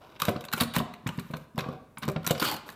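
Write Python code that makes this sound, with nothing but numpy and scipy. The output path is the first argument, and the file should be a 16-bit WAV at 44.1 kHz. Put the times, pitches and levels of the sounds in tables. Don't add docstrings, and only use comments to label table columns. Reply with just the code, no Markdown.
import sys
import numpy as np
from scipy import signal
from scipy.fft import rfft, irfft, next_fast_len
from scipy.io import wavfile
from scipy.ndimage import uniform_filter1d, map_coordinates

SR = 44100
rng = np.random.default_rng(int(sys.argv[2]) if len(sys.argv) > 2 else 0)


def magnitude_from_level(level_db):
    exponent = np.asarray(level_db, float) / 20
    return 10 ** exponent


def to_wav(s):
    ch = np.atleast_2d(s).T
    pcm = np.round(np.clip(ch, -1, 1) * 32767)
    wavfile.write(sys.argv[1], SR, pcm.astype(np.int16))


N = 121275

# (pitch [Hz], width [Hz], level [dB])
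HEAD_MODES = [(1024, 320, 2), (1507, 167, 4), (2315, 830, -2.5), (2540, 142, 4.5), (2770, 680, -4.5),
              (3867, 355, 1.5), (4420, 650, -3.5), (5760, 1500, -9)]
# (pitch [Hz], width [Hz], level [dB])
STEEL_MODES = [(7430, 2130, -0.5), (9970, 1600, 0), (12050, 1360, 3), (14580, 500, 5), (16470, 360, -23.5)]
# (pitch [Hz], width [Hz], level [dB])
BOOM_MODES = [(85.5, 53, -5), (149, 40, -2), (221, 21.6, -2.5)]
# (pitch [Hz], width [Hz], level [dB])
KNOCK_MODES = [(330, 43, -1), (387.7, 13.6, 3.5), (486, 104, -1.5), (553, 24.4, 3), (623.5, 77, -4),
               (755, 19.3, 0.5), (1007, 171, -5.5)]

SCATTER_DB = 2
HEAD_DULL_HZ, KNOCK_DULL_HZ = 8000, 1500
SWELL_S = 0.015


def along(points, hz):
    f, v = np.transpose(points)
    return np.interp(np.log(hz + 1), np.log(f + 1), v)


def unit(x):
    return x / np.sqrt(np.mean(x ** 2) + 1e-20)


def loud(ring):
    return ring / np.sqrt(uniform_filter1d(ring ** 2, size=176).max())


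def filtered(x, response):
    m = next_fast_len(2 * len(x))
    return irfft(rfft(x, m) * response(np.fft.rfftfreq(m, 1 / SR)), m)[:len(x)]


def dulled(x, hz):
    return filtered(x, lambda f: 1 / (1 + 1j * f / hz) ** 2)


def resonant(x, modes, scatter_db, signs=-1):
    gains = magnitude_from_level(scatter_db * rng.standard_normal(len(modes)))

    def response(f):
        total = 0
        for k, (hz, width, db) in enumerate(modes):
            mode = 1j * f * width / (hz * hz - f * f + 1j * f * width)
            total = total + signs ** k * gains[k] * magnitude_from_level(db) * mode
        return total

    return filtered(x, response)


def blow(modes, length_s, size, dull_hz=np.inf):
    t = np.arange(size) / SR
    onset = 1 - np.exp(-(t / 0.0012) ** 2)
    burst = np.exp(-(t / length_s) ** 2 * t / length_s)
    rattle = 0.47 * np.exp(-t / length_s / 2.32)
    clumps = magnitude_from_level(2.5 * map_coordinates(rng.standard_normal(size // 16), [t * 2500]))
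    impacts = onset * (burst + rattle) * clumps * rng.standard_normal(size)
    return loud(dulled(resonant(impacts, modes, SCATTER_DB), dull_hz))


def add(track, s, x):
    part = track[max(round(s * SR), 0):][:len(x)]
    part += x[:len(part)]


def head():
    # (time [s], body level [dB],
    # sizzle level [dB], chatter length [s], leading mode [Hz])
    contacts = [(0.1985, -32.5, -38.5, 0.006, 1000), (0.2175, -20, -27, 0.0031, 1157),
                (0.23, -41, -45, 0.0063, 1100), (0.2505, -31, -33.5, 0.0043, 2430),
                (0.282, -27.5, -42, 0.0057, 1220), (0.29, -40, -36, 0.0042, 1080),
                (0.525, -30, -33.5, 0.017, 1110), (0.534, -23.5, -27.5, 0.0023, 1440),
                (0.6, -25, -35.5, 0.014, 4430), (0.6065, -21.5, -25, 0.0085, 3850),
                (0.618, -28, -32, 0.006, 1090), (0.737, -35.5, -41, 0.0025, 3400),
                (0.752, -33.5, -39, 0.0089, 4000), (0.762, -22.5, -28.5, 0.0036, 1170),
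                (0.783, -35, -34, 0.004, 2980), (0.8, -46, -48, 0.0065, 1130),
                (1.066, -31.5, -52, 0.0071, 1485), (1.088, -33, -48, 0.005, 2900),
                (1.335, -32, -65, 0.0078, 1130), (1.578, -37.5, -42.5, 0.0026, 1019),
                (1.586, -31, -45, 0.012, 1213), (1.605, -35.5, -48.5, 0.0049, 3800),
                (2.03, -33, -54, 0.0087, 1116), (2.079, -38, -42.5, 0.0019, 1074),
                (2.086, -32, -39, 0.0015, 1230), (2.096, -39.5, -47, 0.0054, 2360),
                (2.2645, -26.5, -29.5, 0.0032, 5890), (2.273, -27, -26, 0.0036, 1390),
                (2.307, -26.5, -27, 0.0069, 3820), (2.397, -28, -35, 0.0039, 4450),
                (0.16, -50, -77, 0.0096, 910), (0.362, -40, -60, 0.0048, 1373),
             (0.407, -42.5, -47.5, 0.0051, 3700), (0.439, -41, -53, 0.0051, 2540),
             (0.45, -41, -44, 0.0023, 3500), (0.484, -37, -75, 0.004, 4030),
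             (0.515, -42.5, -51, 0.0039, 2850), (0.577, -38, -39, 0.0038, 2950),
             (0.633, -33, -39, 0.0053, 4300), (0.936, -41.5, -54, 0.0052, 2810),
             (1.186, -38, -65, 0.0041, 1170), (1.194, -42, -45, 0.0081, 2440),
             (1.368, -44, -47.5, 0.0021, 2370), (1.639, -39.5, -73, 0.0047, 1140),
             (1.971, -38.5, -70, 0.0059, 1495), (1.982, -55.5, -41.5, 0.0044, 990),
             (2.022, -38, -49.5, 0.0079, 1125), (2.052, -53, -48, 0.0032, 1510),
             (2.116, -54, -50, 0.0024, 2400), (2.161, -34.5, -69, 0.006, 1340),
             (2.243, -41.5, -50, 0.012, 1420), (2.295, -32.5, -49, 0.011, 2970),
             (2.689, -37.5, -48, 0.0013, 1720),
                (0.563, -47, -45, 0.004, 2210), (0.789, -31, -43.5, 0.0056, 3780),
             (1.073, -38, -37.5, 0.0046, 1540), (1.174, -55, -53, 0.004, 3750),
             (1.309, -51.5, -56, 0.0082, 2310), (1.36, -62.5, -63, 0.016, 4400),
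             (1.557, -58, -63, 0.004, 5470), (1.687, -48, -62, 0.0017, 1120),
             (1.726, -71.5, -64.5, 0.0024, 3730), (2.036, -49, -54, 0.007, 1070),
             (2.229, -51, -61, 0.005, 3700), (2.285, -37, -47, 0.008, 4560),
             (2.316, -35.5, -47, 0.0041, 1380), (2.349, -36.5, -63, 0.0093, 3740),
             (2.377, -39, -50, 0.0085, 5160), (2.402, -33.5, -33, 0.0042, 5240),
             (2.414, -31, -41, 0.004, 1500), (2.423, -26, -45, 0.004, 1390),
             (2.445, -29, -32, 0.0074, 1230), (2.512, -29.5, -33.5, 0.0043, 830),
             (2.54, -43, -38, 0.0031, 5000), (2.563, -38, -45, 0.0054, 4230),
             (2.68, -58, -55, 0.0039, 1410), (2.7, -46, -48, 0.0026, 3870)]
    out = np.zeros(N)
    for s, body_db, sizzle_db, length, hz in contacts:
        leading_mode = (hz, 0.084 * hz, 10)
        modes = sorted([*HEAD_MODES, leading_mode])
        dull_hz = HEAD_DULL_HZ * np.exp(0.025 * (sizzle_db - body_db))
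        body = blow(modes, length, size=2048, dull_hz=dull_hz)
        add(out, s, magnitude_from_level(body_db - 0.5) * body)
        sizzle = blow(STEEL_MODES, length, size=2048)
        add(out, s, magnitude_from_level(sizzle_db - 1) * sizzle)
    return out


def bench():
    # (time [s], boom level [dB], knock level [dB], boom pitch [Hz])
    thumps = [(0.219, -33.5, -41.5, 157), (0.2806, -19.5, -24, 153), (0.29, -25.5, -29.5, 137),
              (0.358, -31, -36.5, 232), (0.537, -29.5, -46, 222), (0.61, -21.5, -30, 232),
              (0.626, -28, -34.5, 231), (0.764, -21.5, -33, 163.4), (0.781, -27.5, -39.5, 167),
              (0.8, -25.5, -28.5, 232), (1.06, -25, -41, 123.6), (1.088, -32, -44, 163),
              (1.179, -26, -45, 155), (1.196, -39, -65, 163), (1.3, -35, -44.5, 147),
              (1.335, -30.5, -39.5, 153), (1.546, -39, -56, 229), (1.577, -25.5, -31, 150),
              (1.661, -33.5, -47, 140), (1.684, -29.5, -38, 238), (1.97, -47.5, -59, 195),
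              (1.984, -43.5, -71, 194), (2.024, -38, -59, 232), (2.038, -37, -49, 203),
              (2.056, -34.5, -63, 220), (2.078, -23, -29.5, 154), (2.093, -30.5, -39.5, 138),
              (2.159, -24, -32.5, 159), (2.267, -30.5, -38, 161), (2.305, -20.5, -22, 148),
              (2.418, -28, -30, 150), (1.035, -47, -62, 174), (2.54, -39, -38.5, 175),
              (2.69, -44.5, -56, 169)]
    out = np.zeros(N)
    t = np.arange(6144) / SR
    phase = np.pi * np.clip(t / 0.0034, 0, 2)
    push = -np.sin(phase) * (1 - np.cos(phase))
    for s, boom_db, knock_db, hz in thumps:
        modes = [(hz, 16, 0), *BOOM_MODES]
        boom = loud(resonant(push, modes, SCATTER_DB, signs=0.97))
        add(out, s, magnitude_from_level(boom_db + 2) * boom)
        knock = blow(KNOCK_MODES, 0.0052, size=6144, dull_hz=KNOCK_DULL_HZ)
        add(out, s, magnitude_from_level(knock_db + 1.5) * knock)
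    return out


def scrape():
    # (start [s], length [s], body level [dB], sizzle level [dB], bench level [dB])
    slides = [
        (.001, 0.19, -60.5, -77, -58.5),
        (0.19, 0.14, -43.5, -54, -48.5),
        (0.564, 0.062, -40.5, -47, -42),
        (0.737, 0.062, -34, -45, -46.5),
        (1.113, 0.34, -61, -68, -81),
        (1.559, 0.21, -58, -75, -45),
        (2.016, 0.044, -41, -67, -47.5),
        (2.407, 0.11, -33, -38.5, -39),
        (2.505, 0.058, -41.5, -46.5, -42),
        (2.652, 0.1, -58, -61.5, -53),
    ]
    t = np.arange(N) / SR
    roughness = magnitude_from_level(3 * map_coordinates(rng.standard_normal(2500), [t * 500]))
    grit = roughness * rng.standard_normal(N)
    body = unit(resonant(grit, HEAD_MODES, 0))
    sizzle = unit(resonant(grit, STEEL_MODES, 0))
    wood = unit(resonant(grit, [*KNOCK_MODES, *BOOM_MODES], 0))
    body = unit(dulled(body, HEAD_DULL_HZ / 2))
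    wood = unit(dulled(wood, KNOCK_DULL_HZ))
    layers = np.array([body, sizzle, wood])
    out = np.zeros(N)
    for s, length, *levels_db in slides:
        rise = np.clip((t - s) / SWELL_S, 0, 1)
        fall = np.clip((s + length - t) / 0.06 + 0.5, 0, 1) ** 2
        out += rise * fall * (magnitude_from_level(levels_db) @ layers)
    return out


def singing():
    # (start [s], length [s], pitch [Hz], width [Hz], level [dB])
    tones = [(.002, 0.089, 690, 370, -55), (0.292, 0.12, 728.4, 16, -41), (.8, 0.11, 721, 38, -45.5),
             (1.076, 0.041, 925, 110, -43), (1.11, 0.11, 1200, 25, -53), (1.337, 0.043, 516, 65, -45),
             (1.59, 0.12, 1136, 85, -44), (1.659, 0.14, 755, 18, -51.5), (1.967, 0.019, 930, 90, -42.5),
             (2.093, 0.028, 630, 42, -32.5), (2.24, 0.038, 1410, 120, -40), (2.419, 0.033, 1330, 250, -33),
             (2.441, 0.077, 4430, 480, -34), (2.44, 0.078, 3130, 670, -35.5),
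             (2.513, 0.035, 840, 100, -36.5)]
    out = np.zeros(N)
    t = np.arange(SR // 2) / SR
    for s, length, hz, width, db in tones:
        tone = resonant(rng.standard_normal(len(t)), [(hz, width, 0)], 0)
        tone = unit(resonant(tone, [(hz, 2 * width, 0)], 0))
        swell = np.clip(t / SWELL_S, 0, 1) * np.exp(-(t / length) ** 2)
        add(out, s, magnitude_from_level(db) * tone * swell)
    return out


def workshop(x):
    # (pitch [Hz], time [s])
    fade_times = [(110, 0.33), (310, 0.68), (1500, 0.73), (5100, 0.6), (12800, 0.19)]
    # (pitch [Hz], level [dB])
    echo_tone = [(85, -5.5), (310, -7.5), (1050, -9), (4100, -12.5), (12800, -14.5)]
    out = np.zeros(N)
    step = SR // 4
    for start in range(0, N, step):
        hz, t, z = signal.stft(rng.standard_normal(SR), SR, nperseg=256)
        z = z * magnitude_from_level(-60 * t / along(fade_times, hz)[:, None])
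        z = z / np.linalg.norm(z, axis=1)[:, None]
        tail = signal.istft(z, SR, nperseg=256)[1]
        tail = tail / np.linalg.norm(tail)
        echo = signal.fftconvolve(x[start:start + step], tail)
        add(out, start / SR + 0.0054, echo)
    return filtered(out, lambda f: magnitude_from_level(along(echo_tone, f)))


def air():
    # (pitch [Hz], level per Hz [dB])
    color = [(30, -4), (150, -11.5), (900, -26), (3500, -44), (15000, -45)]
    noise = filtered(rng.standard_normal(N), lambda f: magnitude_from_level(along(color, f)))
    return magnitude_from_level(-57) * unit(noise)


def scene():
    near = head() + bench() + scrape() + singing()
    return (near + workshop(near) + air())[None]


def band_limit(x):
    return signal.sosfilt(signal.butter(12, 16990, fs=SR, output="sos"), x)


def record(dry):
    bass_hz, top_hz = 60, 15700

    def microphone(f):
        bass_cut = (1j * f / bass_hz) ** 2 / (1 + 1j * f / bass_hz) ** 2
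        return bass_cut / (1 + (f / top_hz) ** 40)

    mix = filtered(dry[0], microphone)[None]
    return band_limit(mix)


dry = scene()
out = record(dry)
to_wav(out)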